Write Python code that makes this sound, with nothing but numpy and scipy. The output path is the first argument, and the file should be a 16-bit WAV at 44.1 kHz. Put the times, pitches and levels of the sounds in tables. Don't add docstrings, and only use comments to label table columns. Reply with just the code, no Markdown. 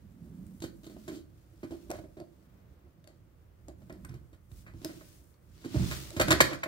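import sys
import numpy as np
from scipy import signal
from scipy.fft import rfft, irfft, next_fast_len
from scipy.io import wavfile
from scipy.ndimage import uniform_filter1d, map_coordinates

SR = 44100
rng = np.random.default_rng(int(sys.argv[2]) if len(sys.argv) > 2 else 0)


def int16_out(signal):
    q = np.round(np.clip(np.atleast_2d(signal).T, -1, 1) * 32767)
    wavfile.write(sys.argv[1], SR, q.astype(np.int16))


N = 294386
STEADY_TOP_HZ = 15800


def amp(db):
    return 10 ** (np.asarray(db) / 20)


def unit(x):
    return x / np.sqrt(np.mean(x ** 2) + 1e-20)


def along(points, hz):
    f, value = np.transpose(points)
    return np.interp(np.log(hz + 1), np.log(f + 1), value)


def curve(rows):
    return np.interp(np.arange(N) / SR, *np.transpose(rows))


def wobble(rate):
    points = rng.standard_normal(int(N * rate / SR) + 4)
    return map_coordinates(points, [np.arange(N) * rate / SR])


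def filtered(x, response):
    m = next_fast_len(N + SR // 2)
    hz = np.fft.rfftfreq(m, 1 / SR)
    return irfft(rfft(x, m) * response(hz), m)[..., :N]


def white():
    return rng.standard_normal(N)


def noise(spectrum):
    return unit(filtered(white(), lambda hz: amp(along(spectrum, hz))))


def body(modes):
    def response(f):
        total = 0
        for k, (centre, width, db) in enumerate(modes):
            damping = 1j * f * width
            total = total + (-1) ** k * amp(db) * damping / (centre ** 2 - f ** 2 + damping)
        return total
    return response


# (frequency [Hz], width [Hz], relative level [dB])
EDGE_MODES = [(3110, 230, 7.5), (3890, 58, 10.5), (4380, 330, 6), (7130, 980, 2.5), (8700, 900, -2),
              (11870, 4200, -5.5)]
# (frequency [Hz], width [Hz], relative level [dB])
WALL_MODES = [(1060, 170, -5), (1280, 170, -4), (1515, 130, 0), (1740, 150, -4), (1910, 130, -2),
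              (2450, 300, -9)]
# (frequency [Hz], width [Hz], relative level [dB])
UPPER_MODES = [(548, 71, -11.5), (606.5, 51.5, -4.5), (668, 120, -13)]
# (frequency [Hz], width [Hz], relative level [dB])
LOWER_MODES = [(236, 129, -5.5), (324.5, 40, 9), (398, 31, -9.5)]
# (frequency [Hz], width [Hz], relative level [dB])
DESK_MODES = [(73.7, 20.2, 0.5), (124.3, 21.3, 4.5), (163, 68, -8)]
FIRST_BLOW = [0.19, 0.51, 0.82, .7, 1.66]


def chattering_blows(blows, spiky_db=7, apart=.8):
    out = np.zeros((2, N + SR))
    t = np.arange(2 ** 13) / SR
    hz = np.fft.rfftfreq(len(t), 1 / SR)
    all_modes = (EDGE_MODES, WALL_MODES, UPPER_MODES, LOWER_MODES, DESK_MODES)
    bodies = np.array([body(modes)(hz) for modes in all_modes])
    for start, gains, length in blows:
        fade = np.exp(-(t / np.clip(length, .001, .05)) ** 1.5)
        rise = 1 - np.exp(-t / (0.059 * length))
        impacts = amp(spiky_db * rng.standard_normal(len(t))) * rise * fade
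        shared = rng.standard_normal((5, 1, len(t)))
        own = rng.standard_normal((2, len(t)))
        chatter = np.repeat(shared, 2, axis=1)
        chatter[0] += apart * own
        chatter *= impacts / np.linalg.norm(impacts)
        chatter[..., 0] += np.array(FIRST_BLOW)[:, None]
        rings = irfft(rfft(chatter) * bodies[:, None], len(t))
        peaks = np.abs(rings).max(axis=(1, 2))
        rings *= (gains / peaks)[:, None, None]
        first = round(start * SR)
        out[:, first:first + len(t)] += rings.sum(axis=0)
    return out[:, :N]


def snaps(touches, cycles=6, lag=90):
    out = np.zeros((2, N + SR))
    t = np.arange(2 ** 13) / SR
    for start, db, pitch_hz in touches:
        rough = uniform_filter1d(rng.standard_normal((2, len(t))), size=4)
        snap = np.sin(2 * np.pi * pitch_hz * t) * (1 + 2.88 * rough)
        snap *= amp(db) * np.exp(-t * pitch_hz / cycles)
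        first = round(start * SR)
        out[:, first:first + len(t)] += np.roll(snap, lag, axis=1)
    return out[:, :N]


# (time [s], peak level in the lower hollow [dB],
# upper hollow over that [dB], edge rattle over that [dB], chatter length [s])
KNOCKS = [(0.604, -62, -12, 8, 0.03), (0.62, -35.5, -10, -1.5, 0.015), (0.6384, -28.5, -13.5, -9.5, 0.014),
          (.645, -41, -14, -4, 0.039), (.832, -50, -9, -3, 0.019), (0.842, -54.5, -5, 8.5, .027),
          (0.865, -40, -14, -4.5, 0.011), (.896, -44.5, -8.5, -7.5, 0.04), (.963, -43, -0.5, -22, 0.014),
          (1.0788, -33, -9, -6.5, 0.023), (1.1165, -35, -19, -14, 0.064), (1.148, -44.5, -23, -2, 0.065),
          (1.6316, -31.5, -10.5, -20.5, 0.021), (1.708, -35, -33, -14.5, 0.028),
          (1.72, -34.5, -10.5, -22, 0.038), (1.8958, -31, -13, -30, .011), (1.902, -38, 3, -7, 0.012),
          (1.913, -41.5, 9, -24, 0.0057), (1.9173, -44, 5, -23, 0.048), (1.936, -42.5, 3, -6, 0.041),
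          (1.9865, -43.5, 2.5, -11, 0.0098), (2.038, -43, -4, -22, 0.026), (2.169, -40.5, -6.5, -14, 0.034),
          (2.1985, -38, -6, -34, 0.027), (3.04, -64, 4, 10, 0.015), (3.071, -55.5, 2.5, -2, 0.054),
          (3.682, -42.5, -1, -17, 0.027), (3.818, -57.5, 1.5, -7, 0.014), (3.8968, -43, 0.5, -9, 0.0073),
          (3.904, -46.5, -3, -21, 0.045), (3.922, -45, -5.5, -14, 0.037), (4.0464, -55, -3, -3, 0.013),
          (4.087, -50.5, -17, -3.5, 0.066), (4.14, -45.5, -24, -13, 0.033), (4.3284, -53.5, -10, -5, 0.027),
          (4.666, -54.5, 0, -3, 0.044), (4.74, -47, -22, -30, 0.048), (4.816, -45.5, -10, -5, 0.047),
          (4.845, -31, -7, -12, 0.015), (4.893, -40.5, -6, -12, 0.072), (5.0096, -49.5, -3.5, -8, 0.02),
          (5.577, -75, -6, -4, .03), (5.613, -58, -7, 4, 0.021), (5.6467, -29, -24, -15.5, 0.027),
          (5.7422, -25, -11, -31, 0.018), (5.7667, -35, -9, -10, .015), (5.802, -34, -26, -23, .021),
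          (5.828, -36, -24, -18, 0.023), (5.911, -42.5, 0, 12.5, 0.036), (6.107, -59, 11, -10, 0.0095),
          (6.1645, -30, -6, -4, 0.02), (6.1974, -21.5, 3.5, 2.5, .015), (6.211, -25.5, 3, 8, 0.016),
          (6.2803, -24.5, -3, -7.5, 0.022), (6.3055, -21, -0.5, 9, .021), (6.319, -37, 9.5, -13, 0.01),
          (6.3277, -20, -6.5, -26, 0.025), (6.4044, -20, 5.5, 7.5, .0081), (6.4103, -36.5, 7, 24.5, 0.011),
          (6.4398, -30.5, -8, 1.5, 0.029), (6.47, -47, -10, 9, .045), (6.514, -35, -2, -10, 0.013),
          (6.53, -33, -3.5, -3, 0.023), (6.6347, -49.5, 15.5, 19, 0.01), (6.657, -36.5, 2.5, -13, 0.033)]
WALL_DB, WALL_FROM_DB = -45.5, -41.5
WALL_GROWS = 1.25
SNAP_DB, SNAP_HZ = -7, 3674
KNOCK_THUD_DB = -11


def shell_knocks():
    blows, touches = [], []
    for start, lower_db, upper_over_db, edge_over_db, length in KNOCKS:
        edge_db = lower_db + edge_over_db
        upper_db = lower_db + upper_over_db
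        wall_db = WALL_DB + WALL_GROWS * ((edge_db + upper_db) / 2 - WALL_FROM_DB)
        desk_db = lower_db + KNOCK_THUD_DB
        blows.append((start, amp([edge_db, wall_db, upper_db, lower_db, desk_db]), length))
        touches.append((start, edge_db + SNAP_DB, SNAP_HZ))
    return chattering_blows(blows) + snaps(touches)


# (time [s], peak level [dB], chatter length [s])
WALL_RING = [(1.078, -45.5, 0.036), (1.63, -49, 0.037), (1.9173, -53, 0.025), (3.902, -44.5, 0.0063),
             (4.0466, -43, 0.01), (4.097, -53, 0.056), (4.137, -58, .031), (4.331, -58, 0.016),
             (4.664, -45.5, 0.033), (4.888, -51, 0.031), (5.008, -51, 0.012), (5.641, -46, 0.02),
             (5.914, -31.5, 0.017), (6.2818, -24.5, 0.017), (6.3154, -15, 0.014), (6.4034, -7, 0.0062),
             (6.526, -28.5, .02), (6.6318, -24, 0.0096), (6.658, -38, .018)]


def extra_wall_ring():
    walls = np.array([0, 1, 0, 0, 0])
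    return chattering_blows([(start, amp(db) * walls, length) for start, db, length in WALL_RING])


# (time [s], level before roughness [dB], pitch [Hz])
TICKS = [(.12, -62, 8000), (.4648, -52, 8300), (.602, -49, 6700), (1.902, -32, 7800), (1.9128, -34, 6100),
         (2.1996, -51.5, 4540), (3.073, -47.5, 4510), (3.682, -46, 6970), (3.9242, -51.5, 5000),
         (4.0478, -39.5, 8550), (4.092, -48.5, 5660), (4.141, -55, 5540), (4.5155, -57.5, 3670),
         (4.5155, -58, 10000), (4.8458, -29, 11300), (4.8452, -29, 5070), (5.34, -65.5, 4450),
         (5.577, -57, 4500), (6.1028, -37.5, 4000), (6.2818, -30, 3740), (6.3174, -18.5, 3900),
         (6.3255, -20.5, 3460)]


def edge_ticks():
    return snaps(TICKS)


# (time [s], peak level [dB], chatter length [s])
THUDS = [(.602, -43, 0.022), (.6395, -41, 0.032), (1.9874, -42, 0.015), (3.819, -46.5, 0.02),
         (4.092, -34, 0.046), (4.141, -37, 0.022), (4.5155, -39.5, 0.05), (4.7384, -38, 0.054),
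         (5.7464, -23.5, 0.021), (5.7625, -17, .026), (5.798, -22, 0.031), (5.8283, -24, 0.042),
         (5.91, -30.5, 0.02), (6.1651, -30.5, 0.032), (6.21, -30, 0.016), (6.2818, -25, 0.017),
         (6.3055, -26, 0.019), (6.3255, -23, 0.03), (6.4097, -22.5, 0.013)]


def desk_thuds():
    desk = np.array([0, 0, 0, 0, 1])
    return chattering_blows([(start, amp(db) * desk, length) for start, db, length in THUDS])


# (time [s], level [dB])
RUB = [(0, -82), (.8, -80), (.88, -73), (1.06, -69), (1.15, -61), (1.24, -82), (1.55, -78.5), (1.74, -68.5),
       (1.86, -72), (1.97, -66), (2.08, -81), (3.59, -87), (4.05, -79.5), (4.33, -87.5), (4.49, -86.5),
       (4.57, -67.5), (4.72, -84), (4.79, -69.5), (4.87, -57.5), (4.96, -61.5), (5.18, -69.5), (5.23, -79),
       (5.4, -89), (5.54, -72), (5.8, -47), (5.93, -45), (6.15, -57.5), (6.3, -44.5), (6.4, -45.5),
       (6.51, -45), (6.6, -59.5), (6.68, -61)]
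# (time [s], level [dB])
BRIGHT = [(0, 2), (.6, 12), (1.06, 5), (1.3, 3), (2, 5), (3, -0.5), (4.05, 7), (4.4, 5.5), (4.58, 12),
          (4.7, 2), (4.87, 6), (5.3, 11), (5.65, -1), (5.9, 9), (6.35, 3), (6.55, -28), (6.68, -16)]
# (frequency [Hz], relative level per Hz [dB])
SKIN = [(410, 0), (700, -8), (1350, -4), (1520, -5.5), (2880, -3), (3550, -2.5), (5400, -2.5), (9860, -6.5),
        (13000, -9), (16000, -6)]
LIGHT_RUB_DB = -80
DULLS = 0.35
BRIGHT_HZ = 7000


def skin_rub():
    rub_db = curve(RUB)
    bright_db = curve(BRIGHT) - DULLS * (rub_db - LIGHT_RUB_DB)
    grain = amp(.9 * wobble(25) + 1.1 * wobble(300))
    shared, left, right = noise(SKIN), noise(SKIN), noise(SKIN)
    skin = grain * (shared + 10.6 * np.array([left, right]))
    dull = filtered(skin, lambda hz: 1 / (1 + (hz / BRIGHT_HZ) ** 4))
    treble = skin - dull
    rub = amp(rub_db) * (unit(dull) + amp(bright_db) * unit(treble))
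    return filtered(rub, lambda hz: hz < STEADY_TOP_HZ)


SCRAPE_DB, SCRAPE_GROWS = -71.5, 0.47


def shell_scrape():
    scrape_db = SCRAPE_DB + SCRAPE_GROWS * (curve(RUB) - LIGHT_RUB_DB)
    scrape = unit(filtered(white(), body(LOWER_MODES + UPPER_MODES)))
    return amp(scrape_db + 4.6 * wobble(30)) * scrape


# (frequency [Hz], width [Hz], relative level [dB])
DESK_TOP_MODES = [(179.8, 34.6, 4), (244, 123, -8)]
# (time [s], level [dB])
HUM = [(0, -64.5), (.33, -55), (.54, -50.5), (.74, -58), (1.06, -57.5), (1.3, -70.5), (1.95, -59),
       (2.27, -66), (3, -64), (3.59, -71.5), (4.05, -61), (4.4, -63.5), (4.72, -60), (4.96, -65),
       (5.65, -70), (5.84, -37.5), (5.93, -53), (6.15, -70), (6.24, -36), (6.4, -47), (6.6, -66),
       (6.68, -69)]


def desk_hum():
    hum = unit(filtered(white(), body(DESK_TOP_MODES)))
    return amp(curve(HUM) + 4.0 * wobble(3.216)) * hum


# (time [s], level [dB])
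LEAN = [(0, -53), (.33, -49), (.54, -46.5), (.74, -53.5), (1.24, -53.5), (1.86, -54.5), (2.03, -47.5),
        (2.27, -55.5), (3.59, -53.5), (4.05, -47.5), (4.33, -53.5), (4.8, -48), (5.17, -54.5),
        (5.54, -54.5), (5.82, -38.5), (5.93, -48), (6.15, -47.5), (6.24, -32), (6.36, -40), (6.6, -58),
        (6.68, -48)]
# (frequency [Hz], relative level per Hz [dB])
RUMBLE = [(15, -47), (25, -4), (59, 1), (129, -8.5), (150, -21), (160, -7.5), (210, -45), (350, -120)]


def desk_rumble():
    swell = amp(2 * wobble(14))
    shared = noise(RUMBLE)
    own = np.array([noise(RUMBLE), noise(RUMBLE)])
    return amp(curve(LEAN)) * swell * (shared + .35 * own)


# (frequency [Hz], time [s])
ROOM = [(100, 0.79), (500, 0.56), (2000, 0.25), (5000, 0.25), (12000, 0.17)]
# (frequency [Hz], level [dB])
ROOM_DB = [(60, -8.5), (300, -13.5), (700, -13), (2000, -5), (3000, -10.5), (4500, -4.5), (5600, -10.5),
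           (12000, -6.5)]


def room_echo(x):
    hz, t, z = signal.stft(rng.standard_normal((2, SR // 2)), SR, nperseg=256)
    fade = amp(-60 * t / along(ROOM, hz)[:, None])
    tail = signal.istft(z * fade, SR, nperseg=256)[1]
    echo = signal.fftconvolve(x, tail / np.linalg.norm(tail[0]), axes=1)[:, :N]
    return filtered(echo, lambda f: amp(along(ROOM_DB, f)))


# (frequency [Hz], level [dB])
PORTS = [(40, -5), (300, -4.5), (700, -2), (1400, -3), (2800, 1.5), (6000, .5), (14000, 4.5)]
LEAD_S = 0.000226


def at_ports(x):
    side = np.array([[.5], [-.5]])

    def response(hz):
        gain = amp(side * along(PORTS, hz))
        shift = np.exp(2j * np.pi * hz * LEAD_S * side)
        return gain * shift
    return filtered(x, response)


# (frequency [Hz], relative level per Hz [dB])
AIR = [(88, -41), (150, 0.5), (193, -8), (422, -10), (504, -9), (790, -18.5), (1240, -18), (1980, -23.5),
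       (9440, -45), (15100, -30), (16000, -30.5)]
# (frequency [Hz], likeness from 0 to 1)
AIR_ALIKE = [(60, 1), (290, 0.33), (640, 0.13), (1400, .0), (15000, 0.052)]
AIR_DB = -67.5


def air():
    def mid_side(hz):
        turn = np.arccos(np.clip(along(AIR_ALIKE, hz), -1, 1)) / 2
        return (hz < STEADY_TOP_HZ) * np.array([np.cos(turn), np.sin(turn)])
    pair = np.array([noise(AIR), noise(AIR)])
    mid, side = filtered(pair, mid_side)
    return amp(AIR_DB + 0.81 * wobble(4.48)) * np.array([mid + side, mid - side])


def scene():
    taps = shell_knocks() + extra_wall_ring() + edge_ticks() + desk_thuds()
    handling = skin_rub() + shell_scrape() + desk_hum() + desk_rumble()
    return at_ports(taps + handling + room_echo(taps)) + air()


BASS_CUT_HZ, TOP_HZ = 40, 16000


def record(dry):
    def response(hz):
        bass_cut = (1j * hz / (BASS_CUT_HZ + 1j * hz)) ** 4
        top_cut = 1 / (1 + (hz / TOP_HZ) ** 120)
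        return bass_cut * top_cut
    return filtered(dry, response)


dry = scene()
out = record(dry)
int16_out(out)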